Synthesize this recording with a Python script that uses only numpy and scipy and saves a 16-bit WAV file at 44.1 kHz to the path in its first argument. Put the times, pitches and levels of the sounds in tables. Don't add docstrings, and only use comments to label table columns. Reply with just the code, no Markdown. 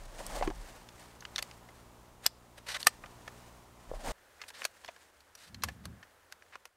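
import sys
import numpy as np
from scipy import signal
from scipy.fft import rfft, irfft
from scipy.io import wavfile

SR = 44100
rng = np.random.default_rng(int(sys.argv[2]) if len(sys.argv) > 2 else 0)


def transcribe(u):
    v = np.clip(np.atleast_2d(u).T, -1, 1)
    q = np.round(v * 32767).astype(np.int16)
    wavfile.write(sys.argv[1], SR, q)


N = 298116
TIME = np.arange(N) / SR
AGE = TIME[:SR // 8]
QUIET_S = 4.12


# (pitch [Hz], level relative to the snap [dB], time to fade by 60 dB [s])
CATCH_TONES = [(380, -28, 0.017), (1781, -15, 0.017), (3415, -10, .018), (4020, -9.5, 0.014),
               (4800, -3.5, 0.0084), (5200, 1.5, 0.009), (6080, -9, .018), (7230, -4, 0.0098),
               (8160, -7, .015), (12420, -5.5, 0.0066), (13650, -7.5, .01)]
BREECH_TONES = [(350, -29.5, 0.015), (530, -16, .018), (756, -10, 0.011), (1230, -4, 0.014),
                (1796, -1, .013), (2670, -8.5, 0.01), (4170, -11.5, .011), (4850, -6.5, 0.0067),
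                (5410, -11, 0.0086), (6250, -15, 0.008), (8215, -1, 0.005), (13600, -17.5, .01)]

def snap(tones, start_s, level_db, hold_s):
    out = np.zeros(N)
    for hz, db, t60 in tones:
        tone = np.sin(2 * np.pi * (hz * AGE + rng.random()))
        add(out, start_s, undb(level_db + db) * tone * fade(t60, hold_s))
    return out


# (time [s], level [dB], decay time [s], centre pitch [Hz], width [octaves], the part's own ring [Hz])
CLICKS = [(.2646, -44, .0027, 12000, 1.9, 8500), (0.41, -46, 0.003, 1600, 1, 1900),
          (.424, -38.5, 0.0075, 1900, 1.24, 1160), (0.474, -37, .0035, 690, 2.36, 1080),
          (.501, -48.5, .004, 1700, 1.7, 1590), (.888, -54, .0026, 3200, 1.5, 3480),
          (1.206, -52.5, .0032, 5340, 0.83, 6420), (1.223, -52, 0.0038, 1470, 1.4, 1440),
          (1.2517, -44, 0.0017, 2400, 1.23, 3000), (1.36, -36, 0.0011, 3740, 1.27, 3700),
          (1.381, -35.5, 0.0029, 2800, 1.6, 4210), (1.3879, -37, 0.0042, 2700, 1.9, 3470),
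          (1.425, -39.5, 0.0016, 5400, 3.2, 4550), (1.512, -53, .0018, 2400, 1.6, 4900),
          (1.687, -56.5, .0058, 1200, 2.2, 2050), (2.2589, -37.5, 0.0016, 1600, 1.3, 3520),
          (2.2633, -31.5, 0.0014, 6700, 3.8, 4620), (2.8289, -39.5, 0.001, 3980, 1.47, 4350),
          (2.864, -44, 0.0037, 1200, 2.3, 1170), (2.8695, -22.5, 0.0013, 5800, 2.8, 1408),
          (2.879, -43, .002, 4700, 3.2, 3254), (3.0375, -45, 0.0049, 1290, 1.2, 1200),
          (3.059, -53.5, .0046, 1690, 2, 1400), (3.2776, -45, 0.0043, 1393, 2.27, 1780),
          (4.4151, -42, 0.0054, 2330, 1.47, 1703), (4.437, -47, 0.0024, 1580, 1.2, 1710),
          (4.502, -52, 0.0037, 1880, 2.8, 1600), (4.619, -40, 0.0011, 1680, 1.3, 1740),
          (4.633, -48, .0057, 2400, 1.3, 1730), (4.6423, -45.5, .0021, 3600, 2.2, 4660),
          (4.651, -32, 0.0022, 3250, 2.9, 1676), (4.846, -49.5, .0022, 1480, 2.6, 3300),
          (4.859, -58, 0.0042, 4320, 1.4, 5240), (4.879, -49.5, 0.0056, 2300, 1.4, 3450),
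          (4.886, -44, 0.0049, 800, 2.1, 684), (4.9624, -58.5, 0.0038, 1510, 2.4, 1580),
          (5.2043, -63.5, .005, 4500, 1.4, 4350), (5.3514, -54, 0.0041, 4800, 2.2, 5720),
          (5.5445, -49, 0.0035, 3300, 1.37, 4180), (5.6215, -49.5, 0.0049, 3200, 1.3, 4100),
          (5.6354, -31, 0.0049, 3440, 2.63, 1132), (5.6852, -43, 0.0064, 1590, 2.3, 1740),
          (5.8542, -47, 0.0021, 3400, 3.2, 1610), (6.028, -52.5, 0.0054, 2100, 1.3, 1800),
          (6.3233, -48, 0.0021, 3400, 1.94, 1554), (6.4224, -56, .0025, 1907, 1.23, 1860),
          (6.555, -46.5, 0.0021, 990, 2.2, 1410), (6.6538, -52, 0.0029, 2280, 3.6, 1830)]
# (from [Hz], to [Hz])
GEAR_BANDS = [(450, 1100), (1150, 2600), (2900, 6300), (6800, 13000)]
# (pitch [Hz], level relative to the click [dB])
GUN_RINGS = [(1720, -10), (4400, -12.5)]

def clicks(hold=0.31, rise_s=0.0003, scuff_db=-22, scuff_s=0.0035, tail_db=-21, ring_db=-2.5, crack_db=-2):
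    times, level_db, decay_s, centre_hz, width, ring_hz = np.transpose(CLICKS)[:, :, None]
    lead = SR // 100
    scuff = undb(scuff_db) * np.exp(-AGE[lead:0:-1] / scuff_s) * np.ones_like(times)
    blow = fade(np.log(1000) * decay_s, hold * decay_s) * (1 - np.exp(-AGE / rise_s))
    loudness = np.hstack([scuff, blow + undb(tail_db) * fade(t60=0.058)])
    crack = rng.standard_normal(loudness.shape) * loudness
    levels = band_levels(level_db + crack_db, centre_hz, width)
    sounds = sum(undb(db) * same_energy(band(crack, edges, order=3))
                 for edges, db in zip(GEAR_BANDS, levels))
    for hz, db in [(ring_hz, ring_db)] + GUN_RINGS:
        ring = np.sin(2 * np.pi * (hz * AGE + rng.random(times.shape))) * blow
        sounds[:, lead:] += undb(level_at(hz, level_db + db, centre_hz, width)) * same_energy(ring)
    out = np.zeros(N)
    for hit_s, sound in zip(times[:, 0], sounds):
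        add(out, hit_s - lead / SR, sound)
    return out


# (start [s], end [s], level [dB], centre pitch [Hz], width [octaves])
SLIDES = [(2.576, 2.591, -54.5, 2500, 2.7), (2.666, 2.682, -50, 2000, 2.7), (2.682, 2.752, -43, 2800, 2.04),
          (2.746, 2.771, -38.5, 2320, 1.85), (2.797, 2.821, -48.5, 6500, 2.8),
          (2.842, 2.855, -54, 6000, 2.2), (4.394, 4.41, -57, 1700, 0.98), (4.482, 4.495, -49, 5000, 2.1),
          (4.538, 4.618, -56.5, 2680, 1.7), (4.837, 4.842, -53, 1400, 1.9), (5.374, 5.492, -61, 3570, 1.9),
          (5.68, 5.683, -50.5, 1400, 1.8), (5.84, 5.861, -60, 1400, 2.5), (6.316, 6.321, -58, 2400, 2.3),
          (6.525, 6.553, -52, 1600, 1.47)]
# (pitch [Hz], width [Hz], level [dB])
TUBE_TONES = [(790, 250, -13.5), (1780, 350, 3), (4100, 1500, 5), (8500, 810, 7)]

def slides(edge_s=0.009, judder_db=1.8):
    slips = grains(spread_db=1) * undb(judder_db * wander(200))
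    tube = sum(undb(db) * band(slips, (hz - width / 2, hz + width / 2), order=1)
               for hz, width, db in TUBE_TONES)
    bands = np.array([unit(band(slips + tube, edges, order=3)) for edges in GEAR_BANDS])
    out = np.zeros(N)
    for start_s, end_s, *contact in SLIDES:
        pressure = np.clip(np.minimum(AGE, end_s - start_s + edge_s - AGE) / edge_s, 0, 1)
        i = int(start_s * SR)
        scrape = undb(band_levels(*contact)) @ bands[:, i:i + len(AGE)]
        add(out, start_s - edge_s / 2, pressure * scrape)
    return out


# (time [s], level [dB], favoured pitch [Hz], time to fade by 60 dB [s])
BOX_KNOCKS = [(0.206, -33, 670, 0.034), (.371, -26.5, 587, 0.026), (0.4118, -20.5, 580, 0.027),
              (.4243, -19.5, 786, 0.048), (0.4761, -18, 350, 0.034), (.489, -27.5, 340, 0.04),
              (0.502, -26.5, 370, 0.025), (.511, -31.5, 794, 0.031), (3.915, -25, 474, 0.023),
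              (3.938, -29.5, 630, 0.022), (4.073, -33.5, 790, .03), (4.106, -33.5, 620, 0.034)]
# (pitch [Hz], level [dB])
PANEL_TONES = [(285, -28), (345, -4), (500, -4), (595, 3), (755, 3), (841, 2.5), (950, 7.5), (1900, -14)]

def box_knocks(reach_octaves=0.14, rise_s=0.00064):
    out = np.zeros(N)
    panel_hz, panel_db = np.transpose(PANEL_TONES)
    for start_s, db, favoured_hz, t60 in BOX_KNOCKS:
        share = undb(panel_db) / (1 + (np.log2(panel_hz / favoured_hz) / reach_octaves) ** 2)
        detuned_hz = panel_hz * (1 + 0.01 * rng.standard_normal(len(panel_hz)))
        ring = share @ np.sin(2 * np.pi * np.outer(detuned_hz, AGE)) / np.linalg.norm(share)
        add(out, start_s, undb(db) * ring * fade(t60) * (1 - np.exp(-AGE / rise_s)))
    return out


# (peak time [s], rise [s], fall [s], crinkle level [dB], brushing relative to crinkle [dB])
ARM_MOVES = [(.02, 0.11, 0.29, -59.5, -1), (0.201, 0.037, 0.022, -51, 0), (0.373, 0.13, 0.026, -45, 1),
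             (.45, 0.03, 0.034, -50, 6), (.68, 0.21, 0.18, -57, -3), (1.03, 0.12, 0.12, -58, -5),
             (1.42, 0.17, 0.16, -61.5, -4), (1.8, 0.14, .05, -66, -8), (2.25, 0.017, .02, -49.5, -8),
             (2.8, 0.13, 0.12, -61.5, -1.5), (3.45, 0.88, 0.16, -64.5, -7), (3.96, 0.13, .12, -59.5, 2.5),
             (4.104, 0.061, .04, -44, 1.5), (4.46, .15, 0.09, -65, -8), (4.607, 0.033, 0.058, -52.5, -9.5),
             (4.93, 0.35, 0.23, -64, -7), (5.43, .05, 0.068, -63, -15), (5.665, .02, 0.057, -59.5, -2),
             (6.02, .1, 0.069, -81, 4), (6.52, 0.19, .12, -71, -4.5)]
# (pitch [Hz], level [dB])
BRUSH_COLOUR = [(110, -19.5), (190, -2.5), (300, -3.5), (420, -7.5), (550, 1.5), (800, 0.5), (1100, -5),
                (1800, -21.5)]
CRINKLE_COLOUR = [(600, -15), (1200, -2), (1800, 3.5), (2400, -2), (5000, -4.5), (9000, -6), (11000, -14),
                  (15000, -17.5)]

def leaf_suit(flutter_db=1.8, brush_db=1.5, still_db=-76, tick_db=-17, ticks_per_s=14):
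    brush_gain, crinkle_gain = 0, undb(still_db)
    for *timing, db, rub_db in ARM_MOVES:
        speed = undb(db) * swell(*timing)
        brush_gain = np.hypot(brush_gain, undb(rub_db) * speed)
        crinkle_gain = np.hypot(crinkle_gain, speed)
    fabric = colour(grains(spread_db=1.8), BRUSH_COLOUR)
    leaves = colour(grains(spread_db=2.1), CRINKLE_COLOUR)
    flutter = undb(flutter_db * wander(70))
    tick_starts = 1.0 * (rng.random(N) < ticks_per_s / SR)
    flicks = signal.oaconvolve(tick_starts, fade(t60=0.012))[:N]
    ticks = undb(tick_db) * unit(band(flicks * rng.standard_normal(N), (1500, 12000)))
    return flutter * (undb(brush_db) * brush_gain * fabric + crinkle_gain * (leaves + ticks))


# (peak time [s], rise [s], fall [s], level [dB])
MOUNT_SWAYS = [(.03, 0.24, 0.23, -49), (.45, 0.13, .17, -38), (3.92, .025, 0.065, -42),
               (4.105, 0.042, 0.034, -35)]
# (peak time [s], rise [s], fall [s], level [dB])
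RUMBLES = [(4.11, 0.049, .03, -48), (5.67, .11, .045, -46), (5.905, 0.13, 0.065, -47)]
# (pitch [Hz], level [dB])
SWAY_COLOUR = [(18, -29), (25, 0.5), (32, 2), (36, -6), (42, -3), (60, -26), (120, -23), (250, -38.5)]
RUMBLE_COLOUR = [(40, -27), (65, 7), (100, 2.5), (150, -3.5), (210, -0.5), (300, -13), (420, -21),
                 (700, -50)]

def rumble(swells, tone_colour):
    loudness = sum(undb(db) * swell(*timing) for *timing, db in swells)
    return loudness * colour(rng.standard_normal(N), tone_colour)


def hum(pitch_hz=59.7, waver=0.00493, harmonics_db=(-66.5, -66, -71, -71.5, -75.5, -74.5, -77)):
    cycles = np.cumsum(pitch_hz * (1 + waver * wander(5))) / SR
    return sum(np.sqrt(2) * undb(db) * np.cos(2 * np.pi * multiple * cycles)
               for multiple, db in enumerate(harmonics_db, start=1))


# (pitch [Hz], level [dB])
WOODLAND_COLOUR = [(25, -4.5), (90, -6.5), (150, -14.5), (330, -14), (1000, -11.5), (1300, -16.5),
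                   (1700, -23), (2500, -25), (4500, -29.5), (7000, -29), (15000, -35)]
OPEN_AIR_COLOUR = [(25, -5), (50, -7.5), (80, 3), (140, -13.5), (300, -9), (500, -3.5), (1100, -6),
                   (1600, -5), (2300, -13), (5000, -20), (10000, -21.5), (15000, -24.5)]

def outdoor_air(woodland_db=-58.5, open_db=-64.5, drift_db=-1.4):
    woodland = hum() + undb(woodland_db) * colour(rng.standard_normal(N), WOODLAND_COLOUR)
    open_air = undb(open_db) * colour(rng.standard_normal(N), OPEN_AIR_COLOUR)
    return np.where(TIME < QUIET_S, woodland, open_air) * undb(drift_db * wander(3))


def echoes(level_db, t60, edges_hz, rise_s=0.0016):
    tail = band(rng.standard_normal(len(AGE)), edges_hz) * fade(t60) * np.minimum(AGE / rise_s, 1)
    return undb(level_db) * tail / np.linalg.norm(tail)


def undb(db):
    return 10 ** (np.asarray(db) / 20)


def unit(x):
    return x / np.sqrt(np.mean(x ** 2))


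def same_energy(rows):
    return rows / np.sqrt(np.sum(rows ** 2, axis=1, keepdims=True) / (SR // 100))


def add(out, start_s, sound):
    i = int(start_s * SR)
    out[i:i + len(sound)] += sound[:N - i]


def band(x, edges_hz, order=2):
    return signal.sosfilt(signal.butter(order, edges_hz, "band", fs=SR, output="sos"), x)


def colour(x, points):
    hz, db = np.transpose(points)
    log_hz = np.log(np.maximum(np.arange(N // 2 + 1) * SR / N, 1))
    beyond = np.abs(log_hz - np.clip(log_hz, np.log(hz[0]), np.log(hz[-1])))
    curve_db = np.interp(log_hz, np.log(hz), db) - 20 * beyond
    return unit(irfft(rfft(x) * undb(curve_db), N))


def level_at(hz, level_db, centre_hz, width):
    return level_db - 10 * (np.log2(hz / centre_hz) / width) ** 2


def band_levels(*contact):
    return [level_at(np.sqrt(low * high), *contact) for low, high in GEAR_BANDS]


def wander(turns_per_s):
    points = rng.standard_normal(SR // 10)
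    return unit(np.interp(TIME * turns_per_s, np.arange(len(points)), points))


def grains(spread_db):
    noise = rng.standard_normal(N)
    sizes = np.minimum(rng.exponential(size=N // 16 + 1), 5)
    return unit(noise * undb(spread_db * np.repeat(sizes, 16)[:N]))


def fade(t60, hold_s=0):
    return np.exp(-np.log(1000) * np.maximum(AGE - hold_s, 0) / t60)


def swell(peak_s, rise_s, fall_s, roundness=1.47):
    away = np.maximum((peak_s - TIME) / rise_s, (TIME - peak_s) / fall_s)
    return np.exp(-away ** roundness) * ((TIME < QUIET_S) == (peak_s < QUIET_S))


def scene(drop_s=6.68, drop_db=-5):
    gear = clicks()
    gear += snap(CATCH_TONES, start_s=2.2636, level_db=-16, hold_s=0.00091)
    gear += snap(BREECH_TONES, start_s=2.8695, level_db=-13.5, hold_s=0.0032)
    gear += box_knocks() + slides()
    near = echoes(level_db=-20, t60=0.041, edges_hz=(300, 12000))
    far = echoes(level_db=-38, t60=0.35, edges_hz=(400, 7000))
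    mix = gear + signal.oaconvolve(gear, near + far)[:N]
    mix += leaf_suit()
    mix += rumble(MOUNT_SWAYS, SWAY_COLOUR) + rumble(RUMBLES, RUMBLE_COLOUR)
    mix += outdoor_air()
    return (mix * undb(drop_db * (TIME > drop_s)))[None]


def record(dry, ceiling=0.8, top_hz=15600):
    rounded = ceiling * np.tanh(dry / ceiling)
    return signal.sosfilt(signal.ellip(8, 0.2, 70, top_hz, fs=SR, output="sos"), rounded)


dry = scene()
out = record(dry)
transcribe(out)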